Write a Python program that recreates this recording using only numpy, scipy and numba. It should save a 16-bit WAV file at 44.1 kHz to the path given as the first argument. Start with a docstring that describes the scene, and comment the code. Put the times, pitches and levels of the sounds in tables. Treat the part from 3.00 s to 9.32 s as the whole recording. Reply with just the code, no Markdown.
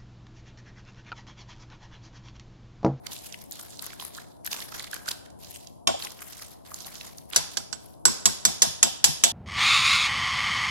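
"""In a small hard kitchen with appliance hum, a plastic spoon turns pasta in thick cream sauce in a steel pot.
The spoon is then rapped on the rim to shake it clean. Bursting air pockets, short gliding sines over wet noise,
make the sauce crackle, snap and pop. Each rap is a noisy crack plus fading sines of spoon, rim and filled pot.
Dull clunks, thumps and a deep rumble follow raps; decaying noise gives the echoes.
A phone held above hears it through two ports of opposite polarity and different colour."""
import sys
import numpy as np
from scipy import signal
from scipy.fft import rfft, irfft, next_fast_len
from scipy.io import wavfile
from scipy.ndimage import uniform_filter1d
from numba import njit

SR = 44100
rng = np.random.default_rng(int(sys.argv[2]) if len(sys.argv) > 2 else 0)


def generate_wav(sig):
    """Save sig (samples, or channels by samples) to the path in sys.argv[1] as 16-bit PCM at SR."""
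    pcm = np.round(np.clip(np.atleast_2d(sig).T, -1, 1) * 32767).astype(np.int16)
    wavfile.write(sys.argv[1], SR, pcm)


N = 278697
FAST = next_fast_len(N, True)  # a length that transforms quickly

# Levels are relative, and come before the room and the colour of the ports.
# appliance and air noise: f/Hz, level/dB
HUM_COLOUR = [(18, -57), (30, -20), (60, -1.5), (142, -2), (163, -2.5), (314, -5.5), (443, -11),
              (533, -9.5), (713, -5.5), (814, -11), (1000, -14), (2100, -63.5), (10800, -35.5),
              (16500, -89)]
# how alike left and right noise are: f/Hz, likeness/0-1
LEFT_RIGHT_LIKENESS = [(40, 0.99), (80, 0.73), (200, 0.9), (800, 0.65), (1300, 0), (16000, 0.37)]
HUM_DB = -48
# how long the room echoes: f/Hz, time to fall 60 dB (t60)/s
ROOM_DECAY = [(100, 0.58), (260, 0.7), (700, 1), (1800, 0.61), (4800, 0.51), (9000, 0.47), (12500, 0.32),
              (15000, 0.38)]
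# colour of the two phone ports: f/Hz, left minus right level/dB
PORT_COLOUR = [(60, 1.5), (250, 3), (800, 2.5), (1500, 0.5), (4400, -1.5), (7500, -4.5), (9500, 8),
               (12000, 22), (14000, 17.5), (16000, 2)]
TOP_HZ = 16300
CEILING, KNEE = .74, 4  # loudest sample value let through; how sharply loud sound is rounded

# shudder after a blow: f/Hz, level/dB
RUMBLE_COLOUR = [(15, -14), (30, -3.5), (70, 7), (120, -1), (220, -24.5)]
RUMBLE_DB, RUMBLE_S, RUMBLE_ALIKE = -45, 0.035, 0.22  # against the blow; time to its peak; likeness 0-1
# low thumps after a rap, as the jolted pot drops back on the hob: t/s, level/dB
POT_DROPS = [(5.069, -39), (5.467, -27.5), (5.663, -30), (5.853, -38), (6.081, -28)]
# tones of such a thump: f/Hz, level/dB, t60/s
HOB_MODES = [(149.6, 2.5, 0.16), (230, 1.5, 0.075)]
# dull clunks of the pot wall as the heavy food slaps back after a blow: t/s, level/dB, f/Hz
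FOOD_SLAPS = [(2.886, -21, 682), (2.94, -27, 660), (3.05, -35, 946), (5.075, -33, 1084), (5.475, -28, 654),
              (5.638, -33, 720), (5.866, -30, 680), (6.262, -33, 740)]
CLUNK_T60_S, CLUNK_SPREAD = 0.076, 0.18  # pitch spread is in log units, up and down

# pushes of the spoon: start t/s, swell time/s, hold time/s, crackle level/dB,
# extra level of large air pockets/dB, extra level of fine ones/dB
SPOON_PUSHES = [(-0.001, 0.12, 0.014, -41, 14, 9), (0.095, 0.018, 0.14, -45.5, -24, -2),
                (0.337, 0.025, 0.055, -52, 0, 8), (0.5, 0.012, 0.21, -45.5, 5, 2.5),
                (0.747, 0.062, 0.12, -45.5, 10, 3), (0.986, 0.0083, 0.029, -40, 10.5, 6),
                (1.117, 0.02, 0.067, -45.5, 9, 1.5), (1.466, 0.014, 0.015, -57, 6, 6),
                (1.531, 0.011, 0.051, -36, 9, 2), (1.681, 0.067, 0.038, -36.5, 10.5, 1.5),
                (1.911, 0.026, 0.024, -43, 9.5, -0.5), (2.048, 0.024, 0.0069, -41.5, 5.5, -1.5),
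                (2.365, 0.043, 0.17, -47.5, -3.5, 5.5), (2.95, 0.074, 0.024, -39, 8, 4.5),
                (3.159, 0.014, 0.3, -46, 9, 4.5), (3.644, 0.0061, 0.11, -48.5, 11.5, 3.5),
                (3.751, 0.037, 0.27, -42.5, 8.5, 1.5), (4.156, 0.009, 0.013, -58, 5, 23),
                (4.305, 0.041, 0.012, -35, 13.5, -1), (4.494, 0.021, 0.017, -43.5, -15, 3),
                (4.785, 0.019, 0.085, -58, 2, 10.5)]
START_DB, SETTLE_DB_PER_S = -32.5, 129  # a push swells from this far below its level, then falls quiet
# sound of bursting sauce: f/Hz, level/dB
SAUCE_COLOUR = [(650, -11.5), (1100, -9), (1250, -11), (2400, -6.5), (3960, -2), (9050, -5.5), (11200, -7),
                (14900, -22), (15900, -16.5), (16500, -38)]
LARGE_HZ, FINE_HZ = 2260, 7960  # large pockets sound below the first, fine ones above the second
PATCH_DB, PATCH_PER_S = 3.5, 25  # each half octave of the crackle swells and sinks on its own
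# sauce tearing: t/s, level/dB, f/Hz, left minus right level/dB
TEARS = [(0.068, -22.5, 4460, -17), (0.119, -30, 3540, -8), (0.132, -22.5, 10800, -10),
         (0.164, -26, 3600, 1), (0.189, -31, 7320, -13), (0.2662, -28, 11400, -18), (0.325, -27, 5470, -16),
         (0.342, -23.5, 2700, 5), (0.416, -35, 8400, -4), (0.439, -38.5, 11200, 9),
         (0.511, -35.5, 13400, 36), (0.522, -25, 6660, -19.5), (0.529, -28, 10900, 4),
         (0.556, -34, 6500, -6), (0.596, -25, 9500, -6), (0.612, -23.5, 7400, -6), (0.706, -36, 8000, -21),
         (0.772, -34, 5500, -5), (0.793, -22.5, 4370, -12), (0.823, -26, 10400, 9), (0.843, -27, 11700, -3),
         (0.8647, -19.5, 11000, 1), (0.904, -33, 3300, -5), (0.932, -33, 1510, -16),
         (0.998, -22.5, 3600, -6), (1.011, -34.5, 4140, -25), (1.023, -35, 1040, -19),
         (1.1496, -29, 6300, -16), (1.1778, -29, 1260, -7.5), (1.1844, -26, 1600, 1),
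         (1.4471, -48, 11100, 52), (1.464, -13.5, 11500, -4), (1.474, -16.5, 1610, 0),
         (1.516, -15.5, 5440, 3), (1.53, -13, 3480, -5), (1.564, -22.5, 3420, -1), (1.604, -27, 4940, -17),
         (1.6243, -25.5, 4270, -10), (1.722, -24, 1266, -7.5), (1.748, -31, 1400, -19),
         (1.796, -20, 3860, -4), (1.843, -23, 4130, 1), (1.876, -37, 2650, -18), (1.913, -24, 10000, 0),
         (1.932, -19.5, 1590, -11), (1.942, -19.5, 10100, 9.5), (1.964, -24.5, 1540, -5),
         (2.059, -31, 5400, 0), (2.063, -28.5, 1340, -2), (2.0803, -18.5, 1480, -7),
         (2.0875, -9.5, 4650, 0), (2.1146, -11.5, 4750, -0.5), (2.161, -44, 5600, 1), (2.25, -47, 5400, -3),
         (2.261, -39, 2000, -5), (2.303, -42, 7640, -11), (2.447, -33, 4800, -20), (2.509, -27, 10800, 7),
         (2.5463, -35, 7200, -17), (2.5594, -30, 2920, 6), (2.6717, -33.5, 6400, -21),
         (2.9996, -29, 3600, -8.5), (3.0235, -17.5, 4140, -1), (3.038, -23, 6800, -1),
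         (3.049, -18, 5700, 0), (3.0703, -24, 2770, 8), (3.106, -31.5, 6130, -14), (3.119, -29.5, 7000, -1),
         (3.1908, -35.5, 2700, -10), (3.219, -32.5, 10800, 10), (3.3306, -36, 5140, -22),
         (3.369, -35.5, 11900, -29), (3.422, -24.5, 5300, -1), (3.664, -37, 4600, -7),
         (3.717, -29.5, 1145, -7.5), (3.743, -24.5, 7700, -24.5), (3.8052, -31, 6060, -22.5),
         (3.817, -41, 3580, -6), (3.846, -30.5, 4030, -12), (3.8678, -33.5, 5600, -4.5),
         (3.955, -26, 6300, -12), (4.011, -22, 3600, -1.5), (4.076, -33, 6340, 6.5),
         (4.302, -33, 11160, 11), (4.183, -36, 6200, -26.5), (4.312, -36.5, 2547, -6),
         (4.334, -19.5, 3130, -10.5), (4.345, -31, 3960, -6), (4.94, -48, 5000, -10)]
TEAR_MS = 4.5  # the small pockets of a tear are spread over this time
# crackle round a tear, against its level; how fast it builds before and dies after
SPLASH_DB, BUILD_DB_PER_S, SPLASH_DB_PER_S = -13.5, 1497, 1408
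POP_HZ, POP_DB = 1800, -6  # a tear below this pitch is mostly one big pocket; level change of that pocket
POP_CYCLES, POP_VOLLEY_DB = 17, -7  # cycles the big pocket rings; its volley is weaker

# spoon on steel: t/s, blow level/dB, ring level/dB, longest rim mode level/dB, thud level/dB,
# side wall level/dB, spoon clack f/Hz, clack level/dB, brightness/dB per octave,
# middle of the crack level/dB, left minus right level/dB, chatter time/ms
RAPS = [(2.8719, -8, -21, -36, 9.5, 10, 1050, 14, -5.5, 4.5, -1, 7.3),
        (4.3605, -7.5, 1, -0.5, 4.5, 5.5, 1550, 10, -2, -2.5, 1.5, 10.2),
        (4.57, -17.5, -1, -5, 4.5, 5, 1600, 15.5, -3, -4.5, -7, 7.7),
        (4.7273, -25, -4.5, 1.5, 3, -3, 1510, 17.5, -4, -3, -10, 7.9),
        (5.0532, -3.5, -4, 6.5, 6.5, -5, 1480, 15, -2.5, -7, -0.5, 5.5),
        (5.2555, -5, -3.5, 3.5, 6.5, 3.5, 1055, 10, -1.5, -3.5, 0, 7.2),
        (5.451, -4.5, -5.5, 0, 3, 1, 1125, 8.5, -1.5, -3, -0.5, 7.3),
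        (5.6197, -2.5, -4.5, -5.5, 1, 2.5, 1040, -16, -1.5, -1, -0.5, 6.7),
        (5.8282, -4.5, 1, 2, 1, 5, 1860, 9.5, -2, 3.5, 0.5, 6.9),
        (6.0413, -1, -2, -1, -2, 2.5, 1886, 2, 0, 0.5, -1.5, 5.8),
        (6.237, -2, -2.5, 2, -1.5, 5, 1860, -1, -1, 4, -1, 6.8)]
# pitches of the rim modes: f/Hz
RIM_HZ = [2955, 3284, 3424, 4385, 4835, 4986, 5655, 5794, 6030, 6772, 7708, 8774, 9882, 11000]
# the same rim modes in turn: level/dB, t60/s
RIM_MODES = [(-8, 0.04), (-9, 0.04), (-8.5, 0.033), (-7.5, 0.055), (-7.5, 0.02), (-9.5, 0.056), (-5, 0.04),
             (5.5, 0.031), (0, 0.049), (4.5, 0.038), (0.5, 0.096), (-5.5, 0.059), (-5, 0.035), (-8, 0.043)]
# a round rim splits every mode into a close pair that beats: typical gap, level of the twin
TWIN_HZ, TWIN_DB = 40.9, -25.5
TWIN_T60_S = .3  # the twin meets the food less and hangs on
# food-damped pot body: f/Hz, level/dB, t60/s
BODY_MODES = [(139, -1, 0.13), (237, 3, 0.11), (362.4, -7.5, 0.16), (520, -1.5, 0.07), (681.4, -1.5, 0.11),
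              (785.7, -7, 0.23), (933, -12, 0.27), (1051, 6, 0.032), (1480, 2, 0.027), (1830, 1, 0.0093)]
WALL_HZ = 500, 950  # body modes that a blow on the side wall favours
JUDDER_S, JUDDER_DB_PER_S = 0.044, 152  # small rebounds strike the body within this time, ever weaker
BODY_LAG = 7  # samples by which the left port hears the body later
CLACK_DB, CLACK_T60_S = -19, 0.026
# colour of the crack: f/Hz, level/dB
CRACK_COLOUR = [(100, -28), (350, -18), (700, -19.5), (1500, -17.5), (2130, -17.5), (2900, -9.5),
                (3500, -4), (4100, -8.5), (4900, -2), (5740, -3.5), (6350, -7.5), (6780, 2.5), (7400, -26),
                (7750, -14.5), (8330, -13), (8800, -8), (9330, -18), (9880, -8.5), (10300, -12),
                (11500, -14.5), (15400, -40), (16500, -63)]
MIDDLE_HZ = 2250, 4100  # band of the crack that changes most with the spot that is struck
# the rim carves valleys in this band, unless the blow leaves it muted at or below this ring level
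VALLEYS_HZ, MUTED_DB = (7000, 10600), -15
RIPPLE_DB = 1.8


def undb(db):
    """Turn decibels into a factor."""
    return 10 ** (np.asarray(db) / 20)


def unit(x):
    """Scale to an average (rms) strength of 1."""
    return x / np.sqrt(np.mean(x ** 2))


def on_log(table, hz):
    """Read (Hz, value) points on a log-frequency axis."""
    at, value = np.transpose(table)
    return np.interp(np.log(np.maximum(hz, 1)), np.log(at), value)


def bins(size):
    """Frequencies in Hz of a spectrum."""
    return np.fft.rfftfreq(size, 1 / SR)


def colour(x, table, size, extra_db=0.):
    """Weight the spectrum of x by (Hz, dB) points."""
    weight = undb(on_log(table, bins(size)) + extra_db)
    return irfft(rfft(x, size) * weight, size)[..., :x.shape[-1]]


def walk(rate):
    """Random levels, a new one every 1 / rate s, joined by ramps; spread a little below 1."""
    k = int(SR / rate)
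    levels = np.repeat(rng.standard_normal(N // k + 1), k)
    return uniform_filter1d(levels, k)[:N]


def pair(size, alike):
    """Spectra of two noises that share the part alike of their sound, bin by bin."""
    mid, side = rfft(rng.standard_normal((2, size)))
    alike = np.clip(alike, 0, 1)
    shared, own = mid * np.sqrt(1 + alike), side * np.sqrt(1 - alike)
    return np.array([shared + own, shared - own])


@njit
def rings(start, hz, t60, size, glide, swell, lag, pan, count):
    """Damped sines that swell in, each reaching the left port at its own lag and level."""
    out = np.zeros((2, count + 64))
    for k in range(len(start)):
        # one complex step per sample turns and shrinks z
        step = np.exp(2j * np.pi * hz[k] / SR - np.log(1000) / (t60[k] * SR))
        bend = np.exp(2j * np.pi * hz[k] * glide[k] / SR)
        z = size[k] + 0j
        for i in range(min(int(t60[k] * SR), count - start[k])):
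            v = z.imag * min(1., i * hz[k] / (swell * SR))
            out[0, start[k] + lag[k] + i] += v * pan[k]
            out[1, start[k] + i] += v / pan[k]
            z *= step
            step *= bend
    return out[:, :count]


def play(s, hz, t60, db, lag, pan_db, rise=0., swell=1.5):
    """Sines that swell for some cycles and whose pitch climbs by the share rise over their life."""
    hz = np.clip(hz, 30, .4 * SR)
    start, lag = (s * SR).astype(np.int64), lag.astype(np.int64)
    glide = rise / (t60 * SR)
    return rings(start, hz, t60, undb(db), glide, max(swell, .1), lag, undb(pan_db / 2), count=N)


def hum():
    """Appliances and air: coloured noise whose level wavers a little."""
    hz = bins(FAST)
    spectra = pair(FAST, on_log(LEFT_RIGHT_LIKENESS, hz)) * undb(on_log(HUM_COLOUR, hz))
    noise = irfft(spectra, FAST)[:, :N]
    return unit(noise) * undb(HUM_DB + 0.79 * walk(1.1))


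def kitchen(x, wet_db=-37, gap_ms=1.4):
    """Diffuse echoes: half-octave noise bands, each dying at its own pace."""
    size = 40000
    t, hz = np.arange(size) / SR, bins(size)
    noise, tail = pair(size, on_log(LEFT_RIGHT_LIKENESS, hz)), 0
    for centre in 70 * 2 ** np.arange(0, 8.1, .5):
        octaves_off = np.log2(hz / centre + 1e-9)
        band = np.cos(np.pi * np.clip(octaves_off, -.5, .5)) ** 2
        decay = undb(-60 * t / on_log(ROOM_DECAY, centre))
        tail = tail + irfft(noise * band, size) * decay
    tail = tail * np.clip(1000 * t / gap_ms, 0, 1) ** 2  # the echoes build up softly
    return undb(wet_db) * signal.fftconvolve(x[None], tail, axes=1)[:, :N]


def rumble():
    """A deep shudder of low noise that swells and fades after every blow."""
    hz, t = bins(FAST), np.arange(N) / SR
    spectra = pair(FAST, RUMBLE_ALIKE) * undb(on_log(RUMBLE_COLOUR, hz))
    noise = unit(irfft(spectra, FAST)[:, :N])
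    strength = 0
    for s, blow_db, *_ in RAPS:
        late = np.clip(t - s, 0, None) / RUMBLE_S
        strength = strength + undb(blow_db + RUMBLE_DB) * late * np.exp(1 - late)
    return noise * strength


def rocks(wander_db=2.5):
    """Soft, dull thumps of pot and hob: low damped sines."""
    chance = rng.standard_normal((len(POT_DROPS), len(HOB_MODES), 2))
    rows = [(s, f * (1 + 0.028 * a), t60, db + d + wander_db * b, 0, 4.5)
            for (s, db), draws in zip(POT_DROPS, chance)
            for (f, d, t60), (a, b) in zip(HOB_MODES, draws)]
    return play(*np.transpose(rows), swell=2.5)


def clunks(count=4):
    """Each clunk is a small cluster of close, dull modes of the pot wall."""
    chance = rng.random((len(FOOD_SLAPS), count, 3))
    rows = [(s + 0.00734 * c, f * np.exp(CLUNK_SPREAD * 2 * (a - .5)), CLUNK_T60_S, db - 6 * b, BODY_LAG, -2)
            for (s, db, f), draws in zip(FOOD_SLAPS, chance)
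            for a, b, c in draws]
    return play(*np.transpose(rows), swell=0.99)


def stir():
    """Crackle level and extra dB of large and fine pockets: pushes swell, hold and settle; tears splash."""
    t = np.arange(0, N / SR + .01, .001)
    start, swell, hold, db, large_db, fine_db = np.transpose(SPOON_PUSHES)[:, :, None]
    swell = np.maximum(swell, .003)
    rise = np.clip((t - start) / swell, 0, 1)
    settling_s = np.clip(t - start - swell - hold, 0, None)
    shape_db = db + START_DB * (1 - rise) - SETTLE_DB_PER_S * settling_s
    pushes = undb(2 * shape_db) * (t > start) + 1e-12  # doubled dB give power, which adds up
    s, tear_db = np.transpose(TEARS)[:2, :, None]
    slope = np.where(t > s, SPLASH_DB_PER_S, BUILD_DB_PER_S)
    splash = undb(2 * (tear_db + SPLASH_DB - slope * np.abs(t - s))).sum(axis=0)
    total = pushes.sum(axis=0)
    share = pushes / total
    columns = 10 * np.log10(total + splash), (share * large_db).sum(axis=0), (share * fine_db).sum(axis=0)
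    return [np.interp(np.arange(N) / SR, t, c) for c in columns]


def wet_smear(patch_db, large_db, fine_db):
    """Steady sauce-coloured noise whose half octaves and ends follow the given levels."""
    shared, own = rng.standard_normal((2, N))
    smear = np.array([np.roll(shared, shift=22), shared + 2.0 * own])
    smear = unit(colour(smear, SAUCE_COLOUR, FAST))
    spectrum = rfft(smear, FAST)
    step = np.clip(2 * np.log2(bins(FAST) / 1000 + 1e-9), 0, 8)  # half octaves above 1 kHz
    smear = 0
    for k, level_db in enumerate(patch_db):
        band = np.clip(1 - np.abs(step - k), 0, 1)
        smear = smear + irfft(spectrum * band, FAST)[:, :N] * undb(level_db)
    low = signal.sosfilt(signal.butter(4, LARGE_HZ, "low", fs=SR, output="sos"), smear)
    high = signal.sosfilt(signal.butter(4, FINE_HZ, "high", fs=SR, output="sos"), smear)
    return smear + (undb(large_db) - 1) * low + (undb(fine_db) - 1) * high


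def crackle(scatter_db=3.5, cycles=11.0, grain_db=4, smear_db=-7.5, least_ms=1.4, bunch_db=1.0):
    """Tiny air pockets burst in bunches while the spoon shears the sauce; a wet smear lies under them."""
    level_db, large_db, fine_db = stir()
    effort_db = level_db + 3.5 * walk(160) + bunch_db * walk(45)
    when, pitch, size, life, lag, pan = rng.random((9000, 6)).T
    when, hz = 5.04 * when, 1000 * 16 ** pitch
    at = (when * SR).astype(int)
    # small pockets are high and brief, so they need more size for the same energy
    db = on_log(SAUCE_COLOUR, hz) + 13 * np.log10(hz / 5000)
    db = db - scatter_db * np.log(size + 0.046) + effort_db[at]
    db = db + (hz < LARGE_HZ) * large_db[at] + (hz > FINE_HZ) * fine_db[at]
    patch_db = PATCH_DB * np.array([walk(PATCH_PER_S) for _ in range(9)])
    db = db + patch_db[np.rint(8 * pitch).astype(int), at]
    t60 = least_ms / 1000 + cycles * (0.2 + 0.77 * life) / hz
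    pockets = play(when, hz, t60, db + grain_db - 3.0, 6 + 24 * lag, 6 * (pan - .5), rise=0.17, swell=0.57)
    smear = wet_smear(patch_db, large_db, fine_db)
    return pockets + smear * undb(effort_db + smear_db)


def snaps(count=12, cycles=11, rest_db=-12, lead_db=8, lead_cycles=10):
    """Each tear is one pocket at its pitch among a volley of smaller ones that dies away."""
    s, db, hz, pan = np.transpose(TEARS)[:, :, None]
    chance = rng.random((len(TEARS), count + 1, 3))
    lag = 6 + 24 * chance[:, :1, 0] + np.zeros(count)
    when, pitch, size = np.moveaxis(chance[:, 1:], 2, 0)
    first = np.arange(count) == 0
    late = np.where(first, 0, when - .2)  # some small pockets burst just before the main one
    pop = hz < POP_HZ
    db = db + pop * np.where(first, POP_DB, POP_VOLLEY_DB)
    cycles = np.where(first, np.where(pop, POP_CYCLES, lead_cycles), cycles)
    # the volley leans towards 6 kHz and scatters in pitch
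    hz = np.where(first, hz, hz * (6000 / hz) ** .25 * np.exp(1.1 * (pitch - .5)))
    db = db + lead_db + np.where(first, 0, rest_db - 9 * np.abs(late) + 6 * size)
    rows = [s + late * TEAR_MS / 1000, hz, cycles / hz, db, lag, pan + 0 * lag]
    return play(*(r.ravel() for r in rows), rise=0.13, swell=2.5)


def rim_modes(s, level_db, ring_db, bell_db, pan, wander, wander_db):
    """High, beating pairs of the rim; every blow lands elsewhere and shares its energy out afresh."""
    rows = []
    longest = max(RIM_MODES, key=lambda mode: mode[1])
    for f, mode, (a, b) in zip(RIM_HZ, RIM_MODES, wander):
        extra_db = bell_db if mode is longest else ring_db + wander_db * b
        for twin in (False, True):
            hz = f + 8 * a + twin * TWIN_HZ * b
            t60 = TWIN_T60_S if twin and mode is not longest else mode[1]
            rows.append((s, hz, t60, level_db + mode[0] + twin * TWIN_DB + extra_db, 13, pan))
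    return rows


def body_modes(s, level_db, thud_db, wall_db, pan, rebounds):
    """Dull modes of the filled pot, struck once and then again by weaker rebounds."""
    rows = []
    for k, draws in enumerate(rebounds):
        for (f, d, t60), (a, b, c) in zip(BODY_MODES, draws):
            late = JUDDER_S * c * (k > 0)
            spot_db = wall_db if WALL_HZ[0] < f < WALL_HZ[1] else thud_db
            db = level_db + spot_db + d + 6 * (b - .5) - JUDDER_DB_PER_S * late
            rows.append((s + late, f * (1 + 0.14 * (a - .5)), t60, db, BODY_LAG, pan))
    return rows


def knocks(ring_db=-10, thud_db=-26, wander_db=3.0, far_db=13, rough_db=2.16, rim_far_db=-12,
           body_far_db=-19, fall=1.0, rise_ms=0.6, count=3):
    """A rattling crack, the spoon's clack, rim and filled body; near, and as the walls get it."""
    near, far, t = np.zeros((2, N + 4096)), np.zeros(N + 4096), np.arange(4096) / SR
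    rim, pot = [], []
    octaves = np.log2(bins(size=4128) / 5000 + .05)
    click = signal.unit_impulse(4128, 128)
    for s, db, ring, bell, thud, wall, clack_hz, clack, tilt, middle, pan, crack_ms in RAPS:
        body = [(f, d + middle * (MIDDLE_HZ[0] < f < MIDDLE_HZ[1])) for f, d in CRACK_COLOUR
                if ring > MUTED_DB or not VALLEYS_HZ[0] < f < VALLEYS_HZ[1]]
        # countless small modes, a few hundred Hz apart, take the blow unevenly
        ripple = np.interp(np.arange(len(octaves)) / 16, np.arange(130), rng.standard_normal(size=130))
        uneven_db = tilt * octaves + RIPPLE_DB * ripple
        noise, wander = rng.standard_normal(4128), rng.standard_normal((len(RIM_MODES), 2))
        rebounds = rng.random((count, len(BODY_MODES), 3))
        lag, at = rng.integers(8, 22), int(s * SR)
        # the rim chatters in uneven bursts for a moment before it settles
        bursts = undb(rough_db * np.repeat(rng.standard_normal(size=128), repeats=32))
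        shape = np.exp(-(1000 * t / crack_ms) ** fall) * np.clip(1000 * t / rise_ms, 0, 1) * bursts
        crack = unit(colour(noise, body, len(noise), uneven_db))
        crack = np.array([crack[:4096], crack[lag:lag + 4096]])
        near[:, at:at + 4096] += undb(db - 4.0 + np.array([[pan], [-pan]]) / 2) * shape * crack
        # summed over all directions the crack is one even click
        even = colour(click, body, len(click), uneven_db)[:4096]
        far[at:at + 4096] += undb(db + far_db) * even / np.linalg.norm(even)
        rim += rim_modes(s, db + ring_db, ring, bell, pan, wander, wander_db)
        pot.append((s, clack_hz, CLACK_T60_S, db + CLACK_DB + clack, BODY_LAG, pan))
        pot += body_modes(s, db + thud_db, thud, wall, pan, rebounds)
    rim, pot = play(*np.transpose(rim), swell=3.4), play(*np.transpose(pot), swell=3.76)
    far = far[:N] + undb(rim_far_db) * rim[1] + undb(body_far_db) * pot[1]
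    return near[:, :N] + rim + pot, far


def scene(shielded_db=-11):
    """Add up all sources; sauce and raps also feed the room."""
    sauce = crackle() + snaps()
    near, far = knocks()
    # the pot walls keep part of the sauce sound from the room
    echoes = kitchen(far + undb(shielded_db) * sauce[1])
    return hum() + echoes + rumble() + rocks() + clunks() + sauce + near


def record(dry):
    """Two ports of different colour, the right upside down; loud sound is rounded and the top is cut."""
    half = np.array(PORT_COLOUR) * [1, .5]
    left = colour(dry[0], half, FAST)
    right = -colour(dry[1], half * [1, -1], FAST)
    ports = np.array([left, right])
    rounded = ports / (1 + np.abs(ports / CEILING) ** KNEE) ** (1 / KNEE)
    return signal.sosfilt(signal.ellip(8, .2, 70, TOP_HZ, fs=SR, output="sos"), rounded)


dry = scene()
out = record(dry)
generate_wav(out)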